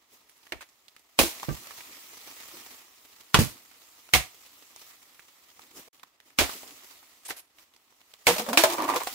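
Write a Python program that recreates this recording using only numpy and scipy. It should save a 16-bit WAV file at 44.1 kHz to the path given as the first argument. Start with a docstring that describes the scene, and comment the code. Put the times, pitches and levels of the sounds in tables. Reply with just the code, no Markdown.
"""A billhook lops branches, then fells a green bamboo culm, close to two microphones in a grove.
Leaves rustle and twigs snap throughout. From 0.5 s, chops crush fibres, ring the hollow culm and
shake the foliage; between them cut branches thump and the blade scrapes and jerks free.
After the last chop at 8.27 s the culm creaks in stick-slip, splits with a crack at 8.57 s and
falls through the leaves, knocking on stems while its split strips rattle."""
import sys
import numpy as np
from scipy import signal
from scipy.fft import rfft, irfft, next_fast_len
from scipy.io import wavfile
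from scipy.ndimage import uniform_filter1d

SR = 44100
rng = np.random.default_rng(int(sys.argv[2]) if len(sys.argv) > 2 else 0)


def inscribe(sig):
    """Save sig as 16-bit PCM at rate SR to the path in sys.argv[1].

    A 1-D sig is mono; a 2-D sig holds one channel per row.
    Samples are clipped to [-1, 1] before scaling.
    """
    pcm = np.round(np.clip(np.atleast_2d(sig).T, -1, 1) * 32767)
    wavfile.write(sys.argv[1], SR, pcm.astype(np.int16))


N = 403074
N_FFT = next_fast_len(N)
TIME_S = np.arange(N) / SR
LEAD_S = .03  # run-up to an impact or scrape

# Foliage motion: time_s, level_db
RUSTLE = [(0, -70), (0.45, -61), (0.76, -65), (1.17, -65), (1.3, -44), (1.7, -45.5), (2.15, -48),
          (2.4, -47), (2.75, -48), (2.9, -56), (4.1, -55), (4.5, -53.5), (5.4, -59), (5.85, -57.5),
          (5.95, -61.5), (6.2, -79.5), (6.37, -65), (6.5, -38), (6.7, -50), (7.2, -58.5), (7.45, -74),
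          (8.24, -60), (8.33, -32.5), (8.45, -42), (8.9, -41), (9.14, -40)]
# Leaf spectrum: freq_hz, density_db
LEAF_SPECTRUM = [(15, -54.5), (25, -32.5), (59, -11.5), (179, -18), (261, -8), (512, -10), (854, -5.5),
                 (1280, -2.5), (1500, -9.5), (1970, -2.5), (2250, -3.5), (7380, -4), (9160, -8.5),
                 (15700, -4)]
# Spectrum of stems and feet: freq_hz, density_db
STIR_SPECTRUM = [(25, -41.5), (60, -41.5), (300, -12.5), (700, -25), (2000, -37.5)]
# Hand, foot or branch brushing foliage: start_s, hold_s, leaves_db, stems_db
BRUSHES = [(0.13, 0.023, -55, -61), (1.913, 0.023, -66, -63), (2.27, 0.037, -50, -61),
           (2.544, 0.056, -50, -59), (3.502, 0.038, -56, -61.5), (4.794, 0.12, -53, -79),
           (5.02, 0.038, -77, -74.5), (5.601, 0.048, -57, -61.5), (5.773, 0.021, -45.5, -51),
           (6.266, 0.021, -59.5, -69), (6.545, 0.018, -61, -55), (6.683, 0.013, -56, -54),
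           (6.843, 0.084, -55.5, -88), (7.587, 0.026, -56.5, -77), (8.656, 0.079, -36.5, -56)]
# Breaking twigs and fibres, and one short knock at 7.288 s: start_s, level_db, centre_hz
SNAPS = [(0.295, -51, 11000), (0.313, -58, 9100), (0.368, -54, 10000), (0.43, -57, 3020),
         (0.467, -51, 1940), (0.608, -47, 1510), (0.992, -60, 9000), (0.689, -56, 7000), (0.881, -49, 3530),
         (0.964, -49.5, 2100), (1.397, -41, 3010), (1.43, -31, 950), (1.706, -41.5, 1200),
         (1.803, -42.5, 2020), (2.274, -44, 605), (3.713, -50, 1290), (3.747, -54, 1294),
         (4.089, -55, 1200), (4.761, -44, 6050), (5.194, -47.5, 1816), (5.498, -51.5, 4350),
         (5.592, -52.5, 1153), (5.617, -53.5, 3395), (5.877, -48.5, 497), (5.995, -58, 3550),
         (6.031, -42.5, 1200), (6.201, -51, 2560), (6.301, -50, 2030), (6.493, -34, 1130),
         (6.632, -46, 696), (7.029, -52, 800), (7.112, -57.5, 3070), (7.288, -37, 790),
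         (7.585, -49.5, 2780), (7.737, -59, 2980), (7.762, -53, 4950), (7.922, -56, 1010),
         (8.011, -51.5, 2990), (8.136, -50, 2470), (8.488, -49, 4040), (8.733, -29, 9300),
         (8.818, -34, 11600), (8.889, -38, 9050), (8.94, -33, 7900), (9.033, -33, 9100),
         (9.066, -37, 10020), (9.126, -38, 8950)]
# Spectrum of crushed fibres: freq_hz, density_db
CRUSH_SPECTRUM = [(180, -25), (300, -5.5), (545, -5.5), (698, -1.5), (1420, -5.5), (2220, -1.5), (3050, -4),
                  (3310, -3), (4110, -4), (6210, -6.5), (15700, -12.5)]
# Impacts on bamboo (chops, cut branches thumping, the blade jerking free, the culm splitting):
# start_s, crush_db, crack_db, crack_hz, low_band_re_crack_db, ring_db, ring_hz,
# thud_db, thud_hz, puff_db, crush_hold_s, crush_t60_s, crush_tilt_db_per_oct
IMPACTS = [(0.521, -41.5, -18, 2280, -33, -31.5, 377, -44.5, 232, -44, 0.0045, 0.17, -10),
           (1.189, -16.5, -3.5, 2550, -3, -9, 335, -16.5, 229, -26, 0.0087, 0.29, 3),
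           (1.485, -64, -47, 2600, 9, -22, 310, -16.5, 125, -30, 0.0065, 0.25, 10),
           (3.3432, -18.5, -1.5, 2750, 4, -20, 750, -13.5, 156, -19.5, 0.0052, 0.23, -3),
           (3.389, -23, -21.5, 2800, 7, -14.5, 225, -7.5, 116.5, -26.5, 0.006, 0.3, 3.5),
           (4.136, -16.5, -2, 2300, -20, -15, 748, -19.5, 110.6, -26.5, 0.014, 0.18, 0.8),
           (6.3865, -18, -6.5, 2400, 2, -13, 400, -16, 278, -26.5, 0.015, 0.21, -0.3),
           (7.305, -34, -21.5, 1460, -3.5, -39, 720, -52, 315.4, -72, 0.0031, 0.11, -0.5),
           (8.268, -16, -4, 2240, -5, -7.5, 487, -31.5, 173, -37, 0.012, 0.2, -0.2),
           (8.573, -14.5, -2, 2230, -2, -28, 700, -41, 310, -76, 0.003, 0.28, 0)]
# Hollow culm modes: freq_ratio, gain_db, t60_s
CULM_MODES = [(1.001, 7, 0.052), (1.33, -1.5, .04), (1.5, -2.5, 0.027), (1.9, -4.5, 0.055),
              (2.4, -10, 0.05), (4.6, -17.5, 0.05)]
# Edge dragging on wood: start_s, hold_s, level_db, rasp_hz, steel_db
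SCRAPES = [(0.611, 0.017, -45, 1620, -20), (7.254, 0.015, -42.5, 8100, 4), (7.283, 0.016, -41.5, 10900, 0),
           (7.3, 0.0054, -38, 13000, -6), (7.367, 0.034, -47, 11100, -2)]
# Steel blade modes: freq_hz, gain_db, t60_s
BLADE_MODES = [(10160, -2, 0.21), (11000, -11, .06), (13400, -1, 0.066)]
# Branch or culm hitting stems: start_s, ring_db, ring_hz, splinter_db
KNOCKS = [(1.4893, -31, 1173, -57), (8.362, -28, 627, -32), (8.401, -33, 1004, -46), (8.497, -23, 630, -41),
          (8.338, -34, 910, -37), (8.382, -28, 630, -25.5), (8.396, -17, 491, -27.5),
          (8.465, -22.5, 570, -53), (8.488, -18, 587, -33.5), (8.531, -15, 697, -27.5),
          (8.637, -4.5, 653, -16.5), (8.699, -39, 800, -29), (8.723, -39, 1060, -30),
          (8.783, -21.5, 980, -48), (8.823, -23.5, 924, -46), (8.881, -29, 980, -38),
          (8.898, -19, 1004, -32), (8.96, -19, 495, -24.5), (9.004, -26, 1079, -37),
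          (9.072, -18.5, 759, -29.5)]
# Half-cut culm giving way: start_s, hold_s, level_db
GROANS = [(8.29, 0.048, -38.5), (8.39, 0.043, -41), (8.49, 0.056, -34.5), (8.578, 0.028, -28),
          (8.65, 0.1, -38), (8.79, 0.069, -34.5), (8.885, 0.09, -38)]
# Stick-slip: time_s, rate_hz, roughness (0-1)
SLIPS = [(8.301, 165, 0.21), (8.4, 213, 0.25), (8.5, 235, 0.25), (8.561, 255, 0.27), (8.592, 333, 0.08),
         (8.661, 370, 0.3), (8.799, 321, .5), (9.062, 334, 0.45)]
# Modes of the split strips: freq_hz, width_hz, gain_db
STRIP_MODES = [(630, 390, -5), (1006, 136, 1.5), (1174, 70, -2.5), (2050, 1400, -9.5)]
# Strips rattling between knocks: start_s, hold_s, level_db
RATTLES = [(8.7, 0.054, -37), (8.785, 0.068, -31.5), (8.883, 0.081, -30.5), (9.008, 0.012, -34.5)]
# Likeness of the microphones: freq_hz, coherence
MIC_COHERENCE = [(60, .6), (150, .9), (500, .93), (950, .4), (2000, .05), (15000, 0)]
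# Microphone imbalance: freq_hz, left_minus_right_db
MIC_BALANCE = [(60, -0.5), (180, -1), (550, -0.5), (1650, -4), (4970, -2), (15000, 0)]


def gain(db):
    return 10 ** (np.asarray(db) / 20)


def unit_rms(x):
    return x / np.sqrt(np.mean(x ** 2) + 1e-20)


def unit_peak(x):
    return x / abs(x).max()


def curve_at(points, hz):
    points_hz, values = np.transpose(points)
    return np.interp(np.log(hz + 1), np.log(points_hz + 1), values)


def add(mix, start_s, sound, left_db):
    part = mix[:, round(start_s * SR):][:, :sound.shape[-1]]
    part += (sound * gain([[left_db / 2], [-left_db / 2]]))[:, :part.shape[1]]


def colour(x, spectrum, tilt_db_per_oct=0.):
    hz = np.fft.rfftfreq(x.shape[-1], 1 / SR)
    shape_db = curve_at(spectrum, hz) + tilt_db_per_oct * np.log2(hz / 3000 + 0.21)
    return unit_rms(irfft(rfft(x) * gain(shape_db), x.shape[-1]))


def resonate(x, hz, width_hz):
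    radius = np.exp(-np.pi * width_hz / SR)
    return 2 * signal.lfilter([1 - radius], [1, -radius * np.exp(2j * np.pi * hz / SR)], x).real


def mode(x, hz, t60_s):
    return resonate(x, hz, np.log(1000) / np.pi / t60_s)


def grains(size, grain_s, spread_db):
    """Stereo noise, alike in the bass; its level jumps as fibres or leaves give way in turn."""
    jumps = unit_rms(uniform_filter1d(rng.standard_normal(size), max(round(grain_s * SR), 1)))
    left, other = rng.standard_normal((2, size))
    coherence = curve_at(MIC_COHERENCE, np.fft.rfftfreq(size, 1 / SR))
    right = irfft(coherence * rfft(left) + np.sqrt(1 - coherence ** 2) * rfft(other), size)
    return np.array([left, right]) * gain(spread_db * jumps)


def envelope(events, rise_db_per_s, fall_db_per_s):
    """Gain of events that rise, hold and fall; powers add."""
    t = TIME_S[::16]
    db = [level_db - rise_db_per_s * np.maximum(start_s - t, 0)
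          - fall_db_per_s * np.maximum(t - start_s - hold_s, 0) for start_s, hold_s, level_db in events]
    return np.interp(TIME_S, t, np.sqrt((gain(np.maximum(db, -200)) ** 2).sum(0)))


def foliage():
    """Leaves hiss in drifting patches and crackle; stems stir below, over a dull steady hush."""
    rustle = gain(np.interp(TIME_S, *np.transpose(RUSTLE)))
    brushes, slopes_db_per_s = np.array(BRUSHES), (370, 217)
    leaf_gain = np.hypot(rustle, envelope(brushes[:, :3], *slopes_db_per_s))
    stem_gain = np.hypot(gain(-22.5) * rustle, envelope(brushes[:, [0, 1, 3]], *slopes_db_per_s))
    _, _, bins = signal.stft(colour(grains(N_FFT, 0.0007, 1.5), LEAF_SPECTRUM), SR, nperseg=512)
    patches = uniform_filter1d(rng.standard_normal(bins.shape[1:]), 12, axis=0)
    patches = unit_rms(uniform_filter1d(patches, 6, axis=1))
    hiss = unit_rms(signal.istft(bins * gain(1.7 * patches), SR, nperseg=512)[1][:, :N])
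    ticks = gain(4.8 * np.minimum(rng.exponential(1, N), 3.5)) * (rng.random(N) < 110 / SR)
    ticks = signal.oaconvolve(ticks, np.exp(-np.arange(600) / (0.017 * SR)))[:N]
    crackle = unit_rms(ticks * colour(grains(N_FFT, .001, 2), LEAF_SPECTRUM, -1.9)[:, :N])
    stir = colour(grains(N_FFT, 0.033, 4.5), STIR_SPECTRUM)[:, :N]
    hush = colour(grains(N_FFT, .01, 1.9), LEAF_SPECTRUM, tilt_db_per_oct=-4)[:, :N]
    return leaf_gain * (hiss + gain(-6) * crackle) + stem_gain * stir + gain(-68.5) * hush


def snap(level_db, centre_hz, t60_s=0.05):
    """A twig breaks: a broad burst, strongest where it rings."""
    t = np.arange(round(.12 * SR)) / SR
    noise = grains(len(t), grain_s=0.002, spread_db=5.5)
    ring = unit_rms(resonate(noise, centre_hz, .5 * centre_hz))
    burst = ring + gain(-6.5) * colour(noise, CRUSH_SPECTRUM)
    attack = np.minimum(t / 0.0015, 1) * (1 + 0.67 * np.exp(-t / 0.00073))
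    return gain(level_db - 60 * t / t60_s) * attack * burst


def swish(end_db, rise_db_per_s=1500):
    """Leaves brushed ever louder just before an impact."""
    t = np.arange(-round(LEAD_S * SR), 0) / SR
    return colour(grains(len(t), .002, 2), LEAF_SPECTRUM) * gain(end_db + rise_db_per_s * t)


def culm_ring(shocks, lowest_hz):
    """Modes of the hollow culm; a shorter length rings higher."""
    return unit_peak(sum(gain(db) * np.sqrt(t60_s) * mode(shocks, ratio * lowest_hz, t60_s)
                         for ratio, db, t60_s in CULM_MODES))


def impact(crush_db, crack_db, crack_hz, low_band_re_crack_db, ring_db, ring_hz,
           thud_db, thud_hz, puff_db, hold_s, t60_s, tilt_db_per_oct):
    """Fibres crush and crack, the culm rings, the stem shudders, air puffs on each microphone."""
    t = np.arange(round(.5 * SR)) / SR
    force = np.minimum(t / 0.0004, 1) * gain(-60 * np.maximum(t - hold_s, 0) / t60_s)
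    crush = colour(grains(len(t), 0.00091, 1.5), CRUSH_SPECTRUM, tilt_db_per_oct) * force
    crack_t60_s = 0.046 + 7 * hold_s
    attack = np.minimum(t / 0.0012, 1) * (1 + 1.8 * np.exp(-t / 0.0035))
    burst = grains(len(t), 0.0012, 2.5) * attack * gain(-60 * t / crack_t60_s)
    low_band = gain(low_band_re_crack_db) * resonate(burst, 0.41 * crack_hz, 420)
    crack = unit_peak(resonate(burst, crack_hz, 600) + low_band)
    ring = culm_ring(grains(len(t), 0.0035, 7.5) * np.minimum(t / 0.0043, 1) * force ** 1.93, ring_hz)
    swell = np.minimum(t / 0.029, 1) * gain(-60 * t / 0.16)
    jolt = rng.standard_normal((2, len(t))) * (swell + 4 * np.exp(-t / 0.0012))
    shudder = resonate(resonate(jolt, thud_hz, 53), thud_hz, 570)
    thud = unit_peak(shudder * gain([[-3.5], [3.5]]))  # stronger on the right
    air = rng.standard_normal((2, len(t))) * swell
    puff = unit_peak(resonate(resonate(air, 61, 45), 61, 45))
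    return (gain(crush_db) * crush + gain(crack_db) * crack + gain(ring_db) * ring
            + gain(thud_db) * thud + gain(puff_db) * puff)


def scrape(hold_s, level_db, rasp_hz, steel_db, rise_db_per_s=3000, fall_db_per_s=1200):
    """Steel rasps on wood in one broad band and sings in its high modes."""
    t = np.arange(-round(LEAD_S * SR), round(.3 * SR)) / SR
    drag = gain(level_db + rise_db_per_s * np.minimum(t, 0) - fall_db_per_s * np.maximum(t - hold_s, 0))
    hiss = colour(grains(len(t), 0.0008, 2), CRUSH_SPECTRUM, tilt_db_per_oct=1.5)
    rasp = drag * (gain(-2) * unit_rms(resonate(hiss, rasp_hz, 1500)) + gain(-5.5) * hiss)
    return rasp + sum(gain(db + steel_db + 8) * mode(rasp, hz, t60_s) for hz, db, t60_s in BLADE_MODES)


def knock(ring_db, ring_hz, splinter_db, contact_fall_db_per_s=529.4, splinter_t60_s=0.098):
    """A shock rings the tube and throws splinters."""
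    t = np.arange(round(.25 * SR)) / SR
    shocks = grains(len(t), grain_s=0.0019, spread_db=0.5)
    splinters = colour(shocks, CRUSH_SPECTRUM, 0.5) * gain(splinter_db - 60 * t / splinter_t60_s)
    contact = gain(-contact_fall_db_per_s * t) + 3 * np.exp(-t / 0.00041)
    return gain(ring_db) * culm_ring(shocks * contact, ring_hz) + splinters


def creak(slopes_db_per_s=(1260, 700)):
    """The bent wall groans in uneven stick-slip; every third slip rattles the split strips."""
    time_s, rate_hz, roughness = np.transpose(SLIPS)
    rate_hz, roughness = np.interp(TIME_S, time_s, rate_hz), np.interp(TIME_S, time_s, roughness)
    wander, waver = (unit_rms(uniform_filter1d(rng.standard_normal(N), 350)) for _ in range(2))
    cycles = np.cumsum(rate_hz * (1 + 0.2665 * roughness * wander)) / SR
    harmonics = sum(gain(-5 * k) * np.cos(2 * np.pi * k * cycles) for k in range(1, 7))
    groan = unit_rms(harmonics * gain(1.3 * roughness * waver))
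    overtones = sum(gain(db - 6) * resonate(groan, 0.98 * hz, width_hz)
                    for hz, width_hz, db in STRIP_MODES[:2])
    kicks = np.diff(np.floor(cycles / 3), prepend=0) * gain(rng.uniform(-3, 2, N))
    bursts = signal.lfilter([1], [1, -.993], kicks) * grains(N_FFT, .001, 1)[:, :N]
    rattle = 0
    for k, (hz, width_hz, db) in enumerate(STRIP_MODES):
        ring = resonate(resonate(bursts, hz, width_hz), hz, 3 * width_hz)
        rattle += (-1) ** k * gain(db) / np.sqrt(width_hz) * ring
    return (unit_rms(groan + overtones) * envelope(GROANS, *slopes_db_per_s)
            + unit_rms(rattle) * envelope(RATTLES, *slopes_db_per_s))


def grove_scatter(x, t60_s=0.26):
    """Stems and leaves return a short diffuse tail."""
    t = np.arange(round(.7 * SR)) / SR
    tail = rng.standard_normal((2, len(t))) * gain(-60 * t / t60_s) * np.minimum(t / 0.053, 1)
    tail = signal.lfilter([1, -1], [1, -.93], tail)  # bass cut
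    return signal.fftconvolve(x, tail / np.linalg.norm(tail[0]), axes=1)[:, :N]


def scene():
    work = creak()
    for start_s, *settings in SCRAPES:
        add(work, start_s - LEAD_S, scrape(*settings), left_db=0)
    for start_s, crush_db, *settings in IMPACTS:
        add(work, start_s, impact(crush_db, *settings), left_db=-0.6)
        add(work, start_s - LEAD_S, swish(crush_db - 20.5), left_db=2.5)
    for start_s, *settings in KNOCKS:
        add(work, start_s, knock(*settings), left_db=1.5)
    for start_s, *settings in SNAPS:
        add(work, start_s, snap(*settings), left_db=-1.5)
    return work + gain(-18.5) * grove_scatter(work) + foliage()


def record(dry):
    """Unequal microphones, a brief level dip, a band limit."""
    dip_start_s, dip_end_s, dip_edge_s, dip_db = 5.885, 5.93, .012, -40
    cutoff_hz = 15750
    balance = gain(np.outer([.5, -.5], curve_at(MIC_BALANCE, np.fft.rfftfreq(N_FFT, 1 / SR))))
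    inside = np.minimum(TIME_S - dip_start_s, 2 * (dip_end_s - TIME_S)) / dip_edge_s
    dip = gain(dip_db * np.clip(inside, 0, 1) ** .5)
    heard = irfft(rfft(dry, N_FFT) * balance, N_FFT)[:, :N] * dip
    lowpass = signal.firwin(511, cutoff_hz, window=("kaiser", 12), fs=SR)
    return signal.oaconvolve(heard, lowpass[None], "same")


dry = scene()
out = record(dry)
inscribe(out)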